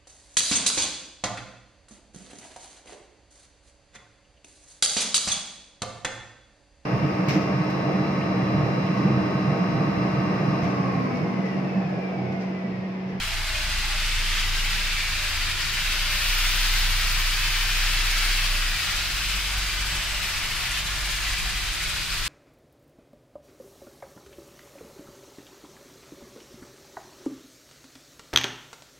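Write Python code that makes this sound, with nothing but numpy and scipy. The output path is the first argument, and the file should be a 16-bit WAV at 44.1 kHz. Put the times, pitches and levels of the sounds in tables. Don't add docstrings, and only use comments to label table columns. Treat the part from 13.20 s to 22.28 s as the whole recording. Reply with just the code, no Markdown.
import sys
import numpy as np
from scipy import signal
from scipy.fft import rfft, irfft, next_fast_len
from scipy.io import wavfile
from scipy.ndimage import uniform_filter1d, map_coordinates

SR = 44100
rng = np.random.default_rng(int(sys.argv[2]) if len(sys.argv) > 2 else 0)


def bounce(signal):
    frames = np.transpose(np.atleast_2d(signal))
    limited = np.clip(frames, -1, 1)
    pcm = np.round(limited * 32767).astype(np.int16)
    wavfile.write(sys.argv[1], SR, pcm)


N = 400428
t = np.arange(N) / SR


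def amp(db):
    return 10 ** (np.asarray(db) / 20)


def unit(x):
    return x / np.sqrt(np.mean(x ** 2) + 1e-20)


def along(points, hz):
    f, v = np.transpose(points)
    return np.interp(np.log(hz + 1), np.log(f + 1), v)


def curves(rows):
    s, *cols = np.transpose(rows)
    return [np.interp(t, s, c) for c in cols]


def bump(at_s, half_s):
    return np.exp(-((t - at_s) / half_s) ** 2)


def wobble(per_s):
    knots = rng.standard_normal(4096)
    coarse = np.arange(0, N, 32)
    smooth = map_coordinates(knots, [coarse * per_s / SR], mode="wrap")
    return unit(np.interp(np.arange(N), coarse, smooth))


def flicker(per_s):
    return unit(np.gradient(wobble(per_s)))


def filtered(x, response):
    size = next_fast_len(N + SR // 2)
    return irfft(rfft(x, size) * response(np.fft.rfftfreq(size, 1 / SR)), size)[..., :N]


def noise(spectrum, shape):
    return unit(filtered(rng.standard_normal(shape), lambda hz: amp(along(spectrum, hz))))


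def blurred_tone(hz, width_hz, steady):
    phase = 2 * np.pi * (hz * t + rng.random())
    echoes = lambda: wobble(width_hz) * np.sin(phase) + wobble(width_hz) * np.cos(phase)
    mid = steady * np.sin(phase) + echoes()
    side = 0.22 * echoes()
    return unit(np.array([mid + side, mid - side]))


# f/Hz, left-right correlation
COHERENCE = [(40, 0.94), (130, 0.94), (300, 0.85), (650, 0.89), (1100, 0.79), (2600, 0.75), (3500, 0.4),
             (4800, 0.16), (7500, 0.028), (12000, -0.1), (15500, 0.23)]
def rush(spectrum, patchy_db):
    bins = signal.stft(rng.standard_normal((2, N)), nperseg=2048)[2]
    patches = uniform_filter1d(rng.standard_normal(bins.shape[1:]), size=3, axis=0)
    patches = uniform_filter1d(patches, size=14, axis=1)
    pair = signal.istft(bins * amp(patchy_db * unit(patches)), nperseg=2048)[1][:, :N]
    angle = lambda hz: np.arccos(np.clip(along(COHERENCE, hz), -1, 1)) / 2
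    response = lambda hz: amp(along(spectrum, hz)) * [np.cos(angle(hz)), np.sin(angle(hz))]
    mid, side = filtered(pair, response)
    return unit(np.array([mid + side, mid - side]))


# t/s, gain/dB
AIR_SWELL = [(0, -2.1), (.22, -2.1), (.38, -.8), (1.1, .5), (1.45, 0), (1.85, -0.1), (2.1, .2), (2.45, 0),
             (2.75, 1.5), (3, 1.2), (3.25, 2.5), (3.6, 2.5), (3.8, 1.6), (4.6, 1.7), (5, 3), (5.2, 2),
             (5.45, 0.7), (5.8, 0.3), (6.4, -1.2), (7.45, -1), (8.3, -1.7), (9.08, -2)]
# t/s, gain/dB re clear view
OUTLET_SIGHT = [(0, -11.5), (.75, -12), (1.25, -8), (1.5, -6), (1.85, -11), (2.1, -7), (2.35, -10.5),
                (2.55, -7), (2.85, -4.5), (3.08, 0.5), (3.58, 0), (3.72, -2), (4.1, -1.7), (4.55, -2.3),
                (4.9, -3.4), (5.2, -2.4), (5.48, -5.8), (5.65, -4.6), (6.15, -5.8), (6.4, -8), (7.05, -7),
                (7.7, -10), (8.05, -7.5), (8.4, -11), (9.08, -10)]
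# f/Hz, relative density/dB
ROAR_SPECTRUM = [(400, -37), (700, -22), (1000, -11.5), (1450, -3), (1950, -1.5), (2500, 1), (3400, -2),
                 (4200, -3), (4850, -3), (5600, -8.5), (7500, -15), (11000, -25), (15500, -42)]
FIZZ_SPECTRUM = [(2500, -12.5), (5000, -0.5), (6500, 2.5), (8000, 2), (10000, 0), (12500, -4),
                 (13700, -6.3), (15700, -18)]
SHEEN_SPECTRUM = [(6000, -22), (10000, 0), (12500, -1), (13500, 1.3), (14600, .3), (15700, -4)]
def air(roar_db=-28, fizz_db=-40.5, sheen_db=-39, jet_db=-31.5, nearing_db_per_s=0.38):
    swell_db, = curves(AIR_SWELL)
    sight_db, = curves(OUTLET_SIGHT)
    flutter_db = surges() + 0.25 * flicker(34) + 0.34 * wobble(50)
    treble_db = flutter_db + 0.5 * flicker(40)
    fizz_swell_db = .55 * swell_db + nearing_db_per_s * t
    fizz_flutter_db = treble_db + (0.4 + 0.125 * t) * flicker(40)
    roar = amp(roar_db + swell_db + flutter_db) * rush(ROAR_SPECTRUM, patchy_db=2.0)
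    fizz = amp(fizz_db + fizz_swell_db + fizz_flutter_db) * rush(FIZZ_SPECTRUM, patchy_db=2.5)
    sheen = amp(sheen_db + sight_db + 1.8 * flicker(40)) * rush(SHEEN_SPECTRUM, patchy_db=1.5)
    return roar + fizz + sheen + amp(jet_db + sight_db + treble_db) * jet()


# t/s, left-channel lead/ms
OUTLET_LEAD = [(0, .02), (3, .069), (5.6, 0.055), (9.08, 0.034)]
# f/Hz, relative density/dB
JET_SPECTRUM = [(700, -22.5), (1500, -2), (2600, 0.5), (4700, -1), (6000, -4.5), (9000, -12), (13500, -13),
                (15700, -17)]
def jet():
    lead_ms, = curves(OUTLET_LEAD)
    lead_samples = lead_ms * SR / 1000
    hiss = noise(JET_SPECTRUM, N)
    return np.array([map_coordinates(hiss, [np.arange(N) + half * lead_samples]) for half in (.5, -.5)])


# t/s, gain/dB
AIR_SURGES = [(1.18, 1), (1.31, -1.7), (1.87, -1), (2.36, -2), (2.42, 1.2), (3.69, -1.5), (5.03, 0.5),
              (5.5, -1.5), (5.79, 1), (5.92, -1.5), (6.12, .7), (6.47, 1), (6.9, -1.5), (7.44, 1.3),
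              (7.58, 1.2), (7.63, -1.6), (7.75, -1.2), (7.89, 1.3), (8.09, 1.1), (8.63, .9), (8.87, -1.5)]
def surges():
    return sum(db * bump(at_s, half_s=0.033) for at_s, db in AIR_SURGES)


# t/s, half length/s, f/Hz, width/Hz, level/dB
HISS_BURSTS = [(1.17, .06, 6400, 900, -42), (2.43, .03, 5100, 400, -37.5), (5.054, .035, 9400, 550, -39),
               (5.05, 0.024, 13030, 800, -42), (6.85, 0.33, 7700, 550, -44),
               (7.06, 0.061, 13000, 1200, -47)]
def spits():
    hisses = np.zeros((2, N))
    for at_s, half_s, centre_hz, width_hz, db in HISS_BURSTS:
        band = lambda hz: np.exp(-((hz - centre_hz) / width_hz) ** 2 / 2)
        hisses += amp(db) * bump(at_s, half_s) * unit(filtered(rng.standard_normal((2, N)), band))
    return hisses


# t/s, firing rate/Hz
FIRING_RATE = [(0, 29.14), (1, 28.55), (1.8, 28.04), (2.25, 26.96), (2.65, 28.92), (3.3, 30.33),
               (4.2, 30.38), (5, 31.02), (5.57, 30.16), (5.75, 45), (6.5, 45.98), (7.4, 46.72),
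               (9.08, 46.84)]
# t/s, 2nd harmonic/dB, 3rd harmonic/dB
EXHAUST_OVERTONES = [(0, -44, -42.5), (.3, -40, -43.5), (.7, -38, -48), (1.1, -56, -48), (1.6, -49, -45),
                     (2.35, -44, -40), (2.6, -47, -54), (3.1, -45, -47), (3.7, -43, -50), (4.5, -59, -53),
                     (4.95, -58, -50), (5.25, -54, -42.5), (5.55, -50, -60), (6.1, -52, -62),
                     (6.6, -44, -64), (7.3, -51, -57), (8, -48, -56), (9.08, -48.5, -65)]
def diesel():
    firing_hz, = curves(FIRING_RATE)
    second_db, third_db = curves(EXHAUST_OVERTONES)
    phase = 2 * np.pi * np.cumsum(firing_hz) / SR
    harmonic = lambda order: unit(np.sin(order * phase + 0.086 * np.array([wobble(3.4), wobble(3.7)])))
    return boom() * harmonic(1) + amp(second_db) * harmonic(2) + amp(third_db) * harmonic(3)


IDLE_END_S, FAST_START_S, RAMP_S = 5.6, 5.62, 0.11
# t/s, level/dB
IDLE_LEVEL = [(0, -33.5), (.45, -31.5), (.65, -28), (1.4, -25.8), (2.1, -33.5), (2.52, -35.5), (2.7, -28.5),
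              (3, -31), (3.13, -26), (3.62, -24), (4.4, -27.5), (4.6, -25), (5, -25.5), (5.45, -25.7)]
def boom(throb_db=1.1, receding_db_per_s=1, antinode_s=6.42, spacing_s=1.61, node_db=-8.5):
    idle_db, = curves(IDLE_LEVEL)
    idle = amp(idle_db + 0.32 * flicker(14)) * np.clip((IDLE_END_S - t) / RAMP_S, 0, 1)
    standing_wave = np.hypot(np.cos(np.pi * (t - antinode_s) / spacing_s), amp(node_db))
    fast_db = -32 - receding_db_per_s * (t - FAST_START_S) + throb_db * flicker(20)
    fast = standing_wave * amp(fast_db) * np.clip((t - FAST_START_S) / RAMP_S, 0, 1)
    return idle + fast


# f/Hz, relative density/dB
LABOUR_SPECTRUM = [(12, -22), (19, -4), (30, 0), (40, -9), (60, -32), (150, -70)]
def labour():
    running = np.clip((t - FAST_START_S) / RAMP_S, 0, 1)
    return amp(-39) * running * rush(LABOUR_SPECTRUM, patchy_db=.8)


# f/Hz, level/dB, width/Hz, loud spot t/s, gain there/dB
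HUM_LINES = [(59.7, -52, 3.3, .5, 2), (119.1, -52.5, 4, 4.27, 7), (177.9, -56, 7, 1.5, 4.5),
             (298.5, -66.5, 3.6, 1.7, 3.5), (420.4, -68.5, 4, 4.3, 3)]
# t/s, level/dB
WHINE_LEVEL = [(0, -68), (.8, -58), (1.1, -62), (1.35, -72), (1.6, -59), (1.82, -69), (2.05, -53),
               (2.25, -53), (2.52, -71), (2.78, -55), (3.4, -63), (4.6, -68), (4.78, -54.5), (5.08, -68),
               (5.36, -52), (5.52, -65), (5.75, -59), (6.5, -67), (6.83, -55.5), (7.3, -64), (7.95, -59),
               (8.4, -66), (8.7, -61), (9.08, -62)]
# f/Hz, relative density/dB
RUMBLE_SPECTRUM = [(12, -8), (28, 4.5), (48, -1.5), (72, -5.5), (92, -.5), (110, -8), (170, -9),
                   (205, -16.5), (255, -24), (340, -17), (480, -25.5), (900, -37)]
def ship():
    hum = np.zeros((2, N))
    for hz, db, width_hz, spot_s, gain_db in HUM_LINES:
        hum += amp(db + gain_db * bump(spot_s, half_s=0.36)) * blurred_tone(hz, width_hz, steady=1.23)
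    whine_db, = curves(WHINE_LEVEL)
    whine = amp(whine_db) * blurred_tone(hz=597.5, width_hz=8, steady=1.7)
    return hum + whine + amp(-40.2) * rush(RUMBLE_SPECTRUM, patchy_db=1.06)


# f/Hz, relative density/dB
WASH_SPECTRUM = [(300, -13.5), (520, -14.5), (680, -2.5), (900, -1.5), (1300, 1.5), (2200, -2), (5000, -17),
                 (10000, -40)]
# t/s, gain/dB
WASH_GAIN = [(0, -1), (3.3, -.5), (4.3, 0.5), (6.4, 0), (7.2, 2.5), (8.3, -1.5)]
def hall_wash():
    swell_db, = curves(WASH_GAIN)
    return amp(-40.5 + swell_db) * rush(WASH_SPECTRUM, patchy_db=1.5)


# t/s, half length/s, buffet/dB, flutter/dB
DRAUGHT_GUSTS = [(.16, .06, -46, -70), (.63, .15, -46, -68), (1.29, .08, -43.5, -57), (1.55, .2, -46, -70),
                 (2.27, .07, -41.5, -61), (2.43, .1, -44.5, -64), (2.9, .06, -44, -70),
                 (3.37, .05, -43.5, -68), (3.679, 0.058, -43, -61), (3.9, 0.059, -43.5, -62),
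                 (5.32, .06, -45.5, -72), (5.9, .35, -46, -67), (7.3, .35, -47, -72),
                 (7.68, .08, -43.5, -54), (8.151, .3, -42, -60), (8.7, 0.059, -43, -56),
                 (8.869, 0.059, -44.5, -55.5), (9.06, .05, -46, -52.5)]
# f/Hz, relative density/dB
BUFFET_SPECTRUM = [(12, -10), (30, 2), (60, -5), (100, -10.5), (165, -13), (230, -19), (400, -38),
                   (900, -65)]
FLUTTER_SPECTRUM = [(100, -25), (220, -2), (380, 0), (500, -8), (800, -14), (1600, -45)]
def draught(shared_gain=.35):
    at_s, half_s, buffet_db, flutter_db = np.transpose(DRAUGHT_GUSTS)
    power = bump(at_s[:, None], half_s[:, None])
    eddies = lambda db, spectrum: np.sqrt(amp(db) ** 2 @ power) * noise(spectrum, (2, N))
    jitter = amp(1.5 * flicker(25))
    shared, opposed = jitter * (eddies(buffet_db, BUFFET_SPECTRUM) + eddies(flutter_db, FLUTTER_SPECTRUM))
    return np.array([shared_gain * shared + opposed, shared_gain * shared - opposed])


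# start/s, mid-fade/s, f/Hz, width/Hz, level/dB
SQUEAL_NOTES = [(0.018, 0.44, 660, 70, -49.5), (.25, .62, 608, 45, -53), (.03, 0.75, 862, 60, -51.5),
                (.55, .85, 805, 45, -53), (.67, .92, 615, 50, -56)]
def squeal(rise_s=.04, fade_s=.25):
    notes = np.zeros((2, N))
    for start_s, mid_fade_s, hz, width_hz, db in SQUEAL_NOTES:
        gate = np.clip((t - start_s) / rise_s, 0, 1) * np.clip((mid_fade_s - t) / fade_s + .5, 0, 1)
        notes += amp(db) * gate * blurred_tone(hz, width_hz, steady=1.1)
    return notes


# f/Hz, left over right/dB
WALL_LEAN = [(60, -0.2), (200, .8), (450, 2.5), (950, 3), (1400, 1.5), (2100, .1), (3000, 1.5), (4500, 1.8),
             (8000, .5), (13000, -.6)]
# t/s, multiple of the imbalance
WALL_NEARNESS = [(0, .3), (.9, .45), (2.6, 1.05), (5.3, 1.1), (6, .9), (9.08, .95)]
def trailer_walls(deck):
    nearness, = curves(WALL_NEARNESS)
    leaning = filtered(deck, lambda hz: amp(np.outer([.5, -.5], along(WALL_LEAN, hz))))
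    return deck + nearness * (leaning - deck)


def scene():
    deck = air() + hall_wash() + spits() + diesel() + ship() + squeal() + labour()
    return trailer_walls(deck) + draught()


def record(dry, top_hz=15750):
    return filtered(dry, lambda hz: hz < top_hz)


dry = scene()
out = record(dry)
bounce(out)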